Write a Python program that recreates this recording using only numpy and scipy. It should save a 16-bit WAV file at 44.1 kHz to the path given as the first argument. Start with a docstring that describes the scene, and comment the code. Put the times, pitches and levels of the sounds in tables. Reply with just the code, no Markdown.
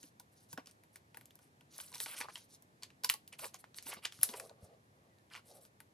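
"""A desk in a small quiet room: a hand slides cards in and out of plastic binder pockets, right under a phone.
Film creases snap as noise bursts around a ring, with a bright edge and the binder's dull modes.
Card rubs on film in short strokes of banded stick-slip noise; soft low thuds are damped sines.
A few thin tones and one faint gliding squeak join in, over a low room tone."""
import sys
import numpy as np
from scipy import signal
from scipy.fft import rfft, irfft
from scipy.io import wavfile
from scipy.ndimage import uniform_filter1d

SR = 44100
rng = np.random.default_rng(int(sys.argv[2]) if len(sys.argv) > 2 else 0)


def output_pcm(signal):
    """Save a mono or channel-first signal as 16-bit PCM at the path in sys.argv[1].

    Samples are clipped to [-1, 1] before scaling.
    """
    pcm = np.clip(np.atleast_2d(signal).T, -1, 1) * 32767
    wavfile.write(sys.argv[1], SR, np.round(pcm).astype(np.int16))


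N = 261638

# room tone spectrum before overall scaling: pitch_hz, relative_density_db
AIR_SPECTRUM = [(18, -45), (30, -29), (61, -12.5), (102, -1), (381, -10.5), (718, -13), (1130, -16.5),
                (1840, -18.5), (2980, -26), (4250, -27), (4830, -28.5), (10300, -31), (13000, -29.5)]
# room tone likeness of left and right: pitch_hz, likeness (1 same, -1 opposite)
AIR_LIKENESS = [(60, 1), (130, 0.92), (290, 0.93), (640, 0.076), (1410, -0.94), (3100, 0.047),
                (6820, 0.188), (15000, -0.43)]
# phase-gap strength between the microphone ports, before trim and wander: pitch_hz, relative_side_db
PORT_SIDE = [(60, -21.5), (200, -15), (700, -5), (1300, 1.5), (2400, -8.5), (4400, -8), (8000, 0.5),
             (11000, -11.5), (12000, 4), (13500, 21.5)]
# where the hand is: time_s, left_minus_right_db
HAND_PAN = [(0, 0), (1, 0), (2.5, -0.5), (3.1, -1), (4.1, -1), (4.2, 0.7), (4.5, 0.2), (5.2, -1), (5.93, 1)]
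# one faint gliding squeak: start_s, length_s, level_db, from_hz, to_hz
SQUEAK_GLIDE = (5.08, .145, -80, 2050, 1730)
# short thin tones sounding with a knock or snap: start_s, level_db, pitch_hz, t60_s
THIN_TONES = [(.577, -58, 5650, .075), (2.357, -39, 3220, .022), (4.2321, -7, 10500, .006)]
# hand or card landing on the padded page: start_s, level_db, pitch_hz
LANDINGS = [(0.038, -54, 290), (0.535, -49.5, 163), (0.58, -44, 270), (3.859, -54.5, 276),
            (3.888, -56, 378), (3.966, -53, 212), (4.191, -52, 142), (4.291, -48, 237), (4.34, -48, 433),
            (4.628, -46, 94)]
# strokes of card on film: crest_s, nominal_length_s, level_db, brightness_octaves (above the page drag)
RUB_STROKES = [(0.018, 0.06, -65, 4), (0.031, 0.084, -58, 4), (0.333, 0.043, -64.5, 4.5),
               (0.41, 0.15, -56.5, 5), (0.515, 0.07, -53.5, 4.5), (0.583, 0.038, -50, 1.2),
               (0.679, 0.046, -58, 3), (0.694, 0.022, -57, 3), (0.955, 0.074, -55, 5),
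               (1.158, 0.11, -66, 3), (1.442, 0.097, -67.5, 3), (1.769, 0.15, -54.5, 3.5),
               (1.808, 0.16, -51.5, 3.5), (1.941, 0.066, -49.5, 3.5), (1.968, 0.063, -49, 4),
               (2.007, 0.11, -43.5, 4), (2.078, 0.23, -47, 3), (2.187, 0.11, -43.5, 4),
               (2.169, 0.19, -48.5, 2), (2.22, 0.064, -49, 1.8), (2.249, 0.035, -50, 1.4),
               (2.298, 0.026, -53, 2.1), (2.343, 0.15, -50.5, 4.5), (2.379, 0.11, -52, 4.5),
               (2.528, 0.11, -60.5, 4), (2.826, 0.12, -69, 9), (3.106, 0.075, -48.5, 3.5),
               (3.33, 0.044, -51.5, 2.5), (3.392, 0.14, -49, 4), (3.442, 0.07, -44, 1.4),
               (3.543, 0.042, -52, 3), (3.602, 0.04, -56.5, 4), (3.772, 0.042, -48.5, 4),
               (3.83, 0.083, -47, 5), (3.866, 0.03, -44, 4), (3.87, 0.094, -43.5, 4),
               (3.877, 0.075, -60, 0.4), (3.905, 0.12, -43.5, 3), (3.926, 0.056, -45, 2),
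               (3.977, 0.056, -51.5, 1.27), (4.048, 0.062, -51, 2.5), (4.124, 0.25, -58.5, 3.5),
               (4.227, 0.19, -46, 4), (4.382, 0.37, -57.5, 0.12), (4.338, 0.046, -48.5, 1.5),
               (4.37, 0.073, -46.5, 4), (4.408, 0.12, -57, 4), (4.64, 0.088, -64.5, 3.5),
               (4.629, 0.17, -62.5, -0.6), (4.719, 0.16, -67.5, 0), (5.041, 0.3, -72.5, 0.4),
               (5.327, 0.053, -55.5, 2), (5.36, 0.058, -49.5, 2), (5.498, 0.14, -59, 4),
               (5.549, 0.24, -65.5, 0), (5.558, 0.1, -61.5, 3.5), (5.64, 0.11, -62, 4)]
# rub layers hiss, crackle, binder scrape, page drag: brightness_octaves
LAYER_OCTAVES = (3.7, 2.1, .9, 0)
# weakening of layers below, above the stroke's brightness: slope_db_per_octave
LAYER_SLOPES = (-9, -7)
# binder modes before each blow's random shift: pitch_hz, level_db, t60_s
BINDER_MODES = [(290, -10, 0.039), (483, -5.5, 0.039), (637, -8.5, 0.045), (808, -3, 0.052),
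                (971.5, 0.15, 0.063), (1052, -1, 0.02905), (1248, -16, 0.024), (1500, -1.5, 0.039)]
# creases snapping and card edges tapping: start_s, level_db, film_ring_hz, bright_edge_db, binder_ring_db
# (the last two relative to the snap)
CREASE_SNAPS = [(0.0296, -46.5, 6520, -9, -28), (.039, -53.5, 2900, -25, -25), (.198, -46, 5470, 4, -12.5),
                (.529, -44.5, 4830, 6.5, -11.5), (.576, -36.5, 1560, -12, -5.5),
                (.659, -50, 5550, -24, -37), (.671, -45, 5170, -26, -19), (.711, -48.5, 8760, -4, -42),
                (.836, -57.5, 2290, 4, -11.5), (0.958, -46.5, 2100, 6, -17.5), (1.145, -46.5, 2610, -2, -9),
                (1.171, -48, 1700, 6, -9), (1.211, -52, 2250, 8.5, -14.5), (1.256, -50.5, 7500, 7, -23),
                (1.307, -52, 3650, 0, -28), (1.355, -51, 11600, -10, -20.5), (1.39, -57, 2770, 6, -9),
                (1.609, -54.5, 2650, -5, -13.5), (1.781, -38, 10650, -15, -34),
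                (1.788, -45, 1630, -14, -34), (1.801, -39, 3070, -21, -15), (1.918, -47, 9800, -19, -11.5),
                (1.927, -46, 4150, -21, -15.5), (1.94, -44, 2500, -23, -18), (1.946, -39.5, 5500, -19, -34),
                (1.955, -41, 3880, -20, -10.5), (1.981, -40.5, 6050, -15, -23),
                (2.002, -30, 3790, 3, -21.5), (2.06, -32.5, 2320, -28, -10.5),
                (2.086, -50.5, 1200, -30, -5), (2.143, -46.5, 3500, -13, -9), (2.204, -34.5, 2680, 0, -9),
                (2.212, -30.5, 2230, -36, -17.5), (2.22, -40, 1860, -30, -22), (2.285, -39, 905, -51, -9.5),
                (2.356, -34, 3150, -11, -25), (2.371, -45, 3100, -15, -16), (2.623, -53, 11300, -19, -24),
                (2.824, -44.5, 4900, -14, -18), (2.833, -33.5, 4450, -7, -30),
                (2.903, -52.5, 2690, -24, -21), (3.036, -34.5, 4930, -1, -15),
                (3.044, -29.5, 4700, -6, -17.5), (3.046, -23.5, 5050, 5.5, -26),
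                (3.092, -23, 4770, -24, -42), (3.098, -20, 2900, 5.5, -29),
                (3.139, -34.5, 4650, 5.5, -17.5), (3.277, -48.5, 4900, 5.5, -43),
                (3.328, -44, 8950, -15, -19), (3.392, -39, 2700, 4, -14.5),
                (3.443, -35.5, 2100, 2.5, -11.5), (3.543, -39, 6620, -28, -15.5),
                (3.641, -44.5, 1750, -12, -37), (3.744, -46.5, 3980, -17, -37),
                (3.785, -35, 4500, -27, -27.5), (3.825, -49, 5250, 9, -25), (3.867, -44, 2620, -8, -9),
                (3.938, -36.5, 11700, -17, -41), (4.05, -29.5, 2700, -31, -22.5),
                (4.053, -24.5, 3190, -37, -33), (4.123, -42, 3340, 1.5, -31),
                (4.189, -53.5, 1400, -5.5, -26), (4.213, -48, 2980, 12, -27),
                (4.2313, -13.5, 10700, 1, -41.5), (4.232, -32, 1680, -30, -19),
                (4.29, -35.5, 3550, -28, -17), (4.338, -38.5, 2850, -28, -6.5),
                (4.398, -32.5, 10330, -37, -29), (4.399, -39, 1500, -30, -22),
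                (4.472, -55, 5950, -19.5, -30), (4.495, -48.5, 4140, -39, -14), (5.185, -63, 3900, -5, -35),
                (5.301, -58, 3600, -19.5, -35), (5.336, -42.5, 2940, -19, -38),
                (5.344, -41, 2380, -26.5, -42), (5.351, -37.5, 2230, -30, -39),
                (5.362, -45, 3300, -29, -33), (5.651, -52, 4830, 1, -16), (5.803, -46, 1963, 6.5, -14)]

AIR_DB = -69
ROOM_T60_S, ROOM_DB = 0.19, -12
SIDE_WANDER = 0.67  # depth of the random wavering of the side share
SWELL_SHARE = 0.48  # a free stroke swells over this share of its length
LET_GO_S = 0.0092  # swell of a stroke set loose by a snap
STUCK_S = 0.025  # a snap this close before the crest sets the stroke loose
GRIP_DB, BAND_SLOW_DB, BAND_FAST_DB = 0.9, 1.4, 2.96  # random level spreads of the rub
RELEASE_MS, RELEASE_CYCLES = 0.62, 0.67  # release time plus cycles of the film ring
SETTLE_S, SETTLE_DB = 0.0025, -10  # quick settling after the release
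FLUTTER_T60_S, FLUTTER_DB = 0.099, -11.5
BUILD_S, BUILD_DB = 0.0013, -10  # creak growing just before the crease lets go
TOP_HZ = 16700  # upper limit of the sound


def undb(db):
    """Decibels to gain."""
    return 10 ** (np.asarray(db) / 20)


def unit(x):
    """Scale to rms 1."""
    return x / np.sqrt(np.mean(x ** 2))


def peak_unit(x):
    """Scale to peak 1."""
    return x / abs(x).max()


def decay(t, t60_s):
    """Exponential fade of 60 dB in t60_s."""
    return np.exp(-np.log(1000) * t / t60_s)


def band(x, lo_hz, hi_hz, order=2):
    """Band-pass between two edges."""
    edges_hz = [lo_hz, min(hi_hz, 0.45 * SR)]
    return signal.sosfilt(signal.butter(order, edges_hz, "band", fs=SR, output="sos"), x)


def spectrum_curve(table):
    """Interpolate a table's second column over log frequency."""
    log_hz = np.log(np.maximum(np.arange(N // 2 + 1) * SR / N, 1))
    hz, value = np.transpose(table)
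    return np.interp(log_hz, np.log(hz), value)


def add(out, start_s, x):
    """Mix x into out from start_s."""
    i = int(start_s * SR)
    out[i:i + len(x)] += x[:len(out) - i]


def event():
    """Empty track and the time axis of one short event."""
    return np.zeros(N), np.arange(int(0.15 * SR)) / SR


def walk(rate_hz):
    """Random levels held 1 / rate_hz and slewed twice; spread near 1."""
    hold = int(SR / rate_hz)
    steps = np.repeat(rng.standard_normal(N // hold + 1), hold)
    return 1.3 * uniform_filter1d(uniform_filter1d(steps, hold), hold)[:N]


def grit(rate_hz, spread_db):
    """Sparse slips of very uneven size, scaled to rms 1."""
    slips = (rng.random(N) < rate_hz / SR) * rng.standard_normal(N)
    return unit(slips * undb(spread_db * rng.exponential(size=N)))


def air():
    """Room tone: noise mostly low; left and right share more or less of it by pitch."""
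    gain = undb(spectrum_curve(AIR_SPECTRUM))
    like = np.clip(spectrum_curve(AIR_LIKENESS), -0.99, 0.99)
    mid, side = (irfft(rfft(rng.standard_normal(N)) * gain * np.sqrt(1 + sign * like), N) for sign in (1, -1))
    level = undb(AIR_DB + 0.27 * walk(1.0))
    return level * np.array([mid + side, mid - side]) / mid.std()


def room(x):
    """A short damped room tail of decaying noise, different on each side."""
    t = np.arange(int(0.4 * SR)) / SR
    tail = rng.standard_normal((2, len(t))) * decay(t, ROOM_T60_S) * np.minimum(t / 0.0015, 1)
    echo = undb(ROOM_DB) * tail / np.sqrt((tail ** 2).sum(axis=1, keepdims=True))
    return signal.fftconvolve(x[None], echo, axes=1)[:, :N]


def ports(x):
    """Two ports hear the same sound with a phase gap that depends on pitch and wavers at random."""
    quarter_turn = 1j * undb(spectrum_curve(PORT_SIDE) - 4.5)
    side = irfft(rfft(x) * quarter_turn, N)
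    side = side * (1 + SIDE_WANDER * walk(40))
    return np.array([x + side, x - side])


def squeak():
    """A thin tone that slides down in two swells."""
    start_s, length_s, level_db, from_hz, to_hz = SQUEAK_GLIDE
    part = np.clip((np.arange(N) / SR - start_s) / length_s, 0, 1)
    hz = from_hz + (to_hz - from_hz) * part
    swells = abs(np.sin(2 * np.pi * part))
    return undb(level_db) * swells * np.sin(2 * np.pi * np.cumsum(hz) / SR)


def pings():
    """Thin tones: sines with a two-cycle attack and an exponential fade."""
    out, t = event()
    for start_s, level_db, hz, t60_s in THIN_TONES:
        tone = np.sin(2 * np.pi * hz * t) * np.minimum(t * hz / 2, 1)
        add(out, start_s, undb(level_db) * tone * decay(t, t60_s))
    return out


def thuds():
    """A soft push on the padded page: a few damped low cycles."""
    out, t = event()
    push = (t / 0.0048) * np.exp(1 - t / 0.0045)
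    for start_s, level_db, hz in LANDINGS:
        tone = np.sin(2 * np.pi * hz * t) + 0.38 * np.sin(2 * np.pi * 1.7 * hz * t)
        add(out, start_s, undb(level_db) * tone * push)
    return out


def stroke_levels():
    """Gain of each rub layer over time; each stroke swells and fades, the loudest one wins."""
    t, loud = np.arange(N) / SR, np.zeros((len(LAYER_OCTAVES), N))
    for crest_s, length_s, level_db, octaves in RUB_STROKES:
        loosed = any(0 <= crest_s - snap[0] < STUCK_S for snap in CREASE_SNAPS)
        rise_s = LET_GO_S if loosed else SWELL_SHARE * length_s
        fall_s = max(length_s - rise_s, rise_s / 2)
        off = np.array(LAYER_OCTAVES) - octaves
        layer_db = level_db + np.where(off < 0, *LAYER_SLOPES) * abs(off)
        ramp = np.interp(t, [crest_s - rise_s, crest_s, crest_s + fall_s], [0, 1, 0])
        swell = np.sin(np.pi / 2 * ramp) ** 1.2
        loud = np.maximum(loud, undb(layer_db)[:, None] * swell)
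    return loud


def rub():
    """Dense stick-slip between card and film; the grip flickers, and each band flickers on its own."""
    hiss, crackle, scrape, drag = stroke_levels()
    grip_db = GRIP_DB * walk(60)
    fine_slips = grit(2000, 0.87) + 0.89 * rng.standard_normal(N)
    coarse_slips = grit(2500, 1.0) + 0.89 * rng.standard_normal(N)
    drag_slips = rng.standard_normal(N) + 0.77 * grit(400, 2.2)
    # nominal band edges in Hz, slips, gain
    layers = (
        ((470, 580, 720), drag_slips, drag),
        ((960, 1010), drag_slips, undb(-6) * scrape),
        ((1560, 2310, 2854, 4100), coarse_slips + 0.5 * fine_slips, crackle),
        ((4700, 6450, 9370, 10900, 14080), fine_slips, hiss),
    )
    out = np.zeros(N)
    for edges_hz, slips, gain in layers:
        for lo_hz, hi_hz in zip(edges_hz, edges_hz[1:]):
            flicker_db = grip_db + BAND_SLOW_DB * walk(25) + BAND_FAST_DB * walk(79)
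            flicker = undb(flicker_db) / np.sqrt(len(edges_hz) - 1)
            # widened so that neighbouring bands overlap
            out += gain * flicker * unit(band(slips, 0.81 * lo_hz, 1.17 * hi_hz, order=3))
    return out


def binder(t, chance):
    """Decaying binder modes after one blow, with random levels and slight pitch shifts."""
    hz, level_db, t60_s = np.transpose(BINDER_MODES)[:, :, None]
    hz = hz * (1 + 0.044 * chance[::-1, None])
    rings = undb(level_db + 2.9 * chance[:, None]) * np.sin(2 * np.pi * hz * t)
    return (rings * decay(t, t60_s)).sum(axis=0) * np.minimum(t / 0.0031, 1)


def snaps():
    """A crease creaks and lets go: a burst rings the free film, the sheet flutters on, the binder rings."""
    out, t = event()
    for start_s, level_db, hz, edge_db, binder_db in CREASE_SNAPS:
        life_s = RELEASE_MS / 1000 + RELEASE_CYCLES / hz
        noise, chance = rng.standard_normal((2, len(t))), rng.standard_normal(len(BINDER_MODES))
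        release = (t / life_s) ** 4 * np.exp(4 - 4 * t / life_s)
        settling = undb(SETTLE_DB) * np.exp(-t / SETTLE_S)
        flutter = undb(FLUTTER_DB) * decay(t, FLUTTER_T60_S)
        shape = release + (settling + flutter) * np.minimum(t / life_s, 1) ** 3

        film = unit(band(noise[0], hz * 0.42, hz * 1.25, order=1)) * (shape - 0.5 * release)
        film = film + 3.5 * release * np.sin(2 * np.pi * hz * t)
        broad = band(noise[0] * shape, hz * 0.38, hz * 2.0)
        edge = band(noise[1] * shape, 10000, 22000)
        crack = peak_unit(film) + undb(-4.5) * peak_unit(broad) + undb(edge_db) * peak_unit(edge)
        flicker = 1 + 5 * band(noise[1], 40, 140)  # random low-rate flicker of the ring's level
        ring = binder(t, chance) * flicker
        add(out, start_s, undb(level_db) * (crack + undb(binder_db) * ring))

        # reversed fade: the creak ends at the release peak
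        creak = band(noise[1], hz / 2, hz * 2)[:600] * np.exp(-t[:600] / BUILD_S)
        add(out, start_s + life_s - t[600], undb(level_db + BUILD_DB) * peak_unit(creak[::-1]))
    return out


def scene():
    """Hand sounds placed between the two ports, their echoes, centred thuds and the room tone."""
    time_s, pan_db = np.transpose(HAND_PAN)
    pan_db = np.interp(np.arange(N) / SR, time_s, pan_db)
    hand = snaps() + pings() + rub() + squeak()
    direct = ports(hand) * undb(np.array([pan_db, -pan_db]) / 2)
    return direct + room(hand) + thuds() + air()


def record(dry):
    """Deep bass is cut, a peak sits near 10 kHz, sound above 13.2 kHz is very weak, little remains above TOP_HZ."""
    dry = signal.sosfilt(signal.butter(2, 55, "high", fs=SR, output="sos"), dry)
    dry = dry + 0.21 * band(dry, 9800, 10450, order=1)
    dull = signal.sosfiltfilt(signal.butter(20, 13200, fs=SR, output="sos"), dry)
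    shelved = dull + undb(-27.5) * (dry - dull)
    return signal.sosfilt(signal.ellip(10, 0.2, 80, TOP_HZ, fs=SR, output="sos"), shelved)


dry = scene()
out = record(dry)
output_pcm(out)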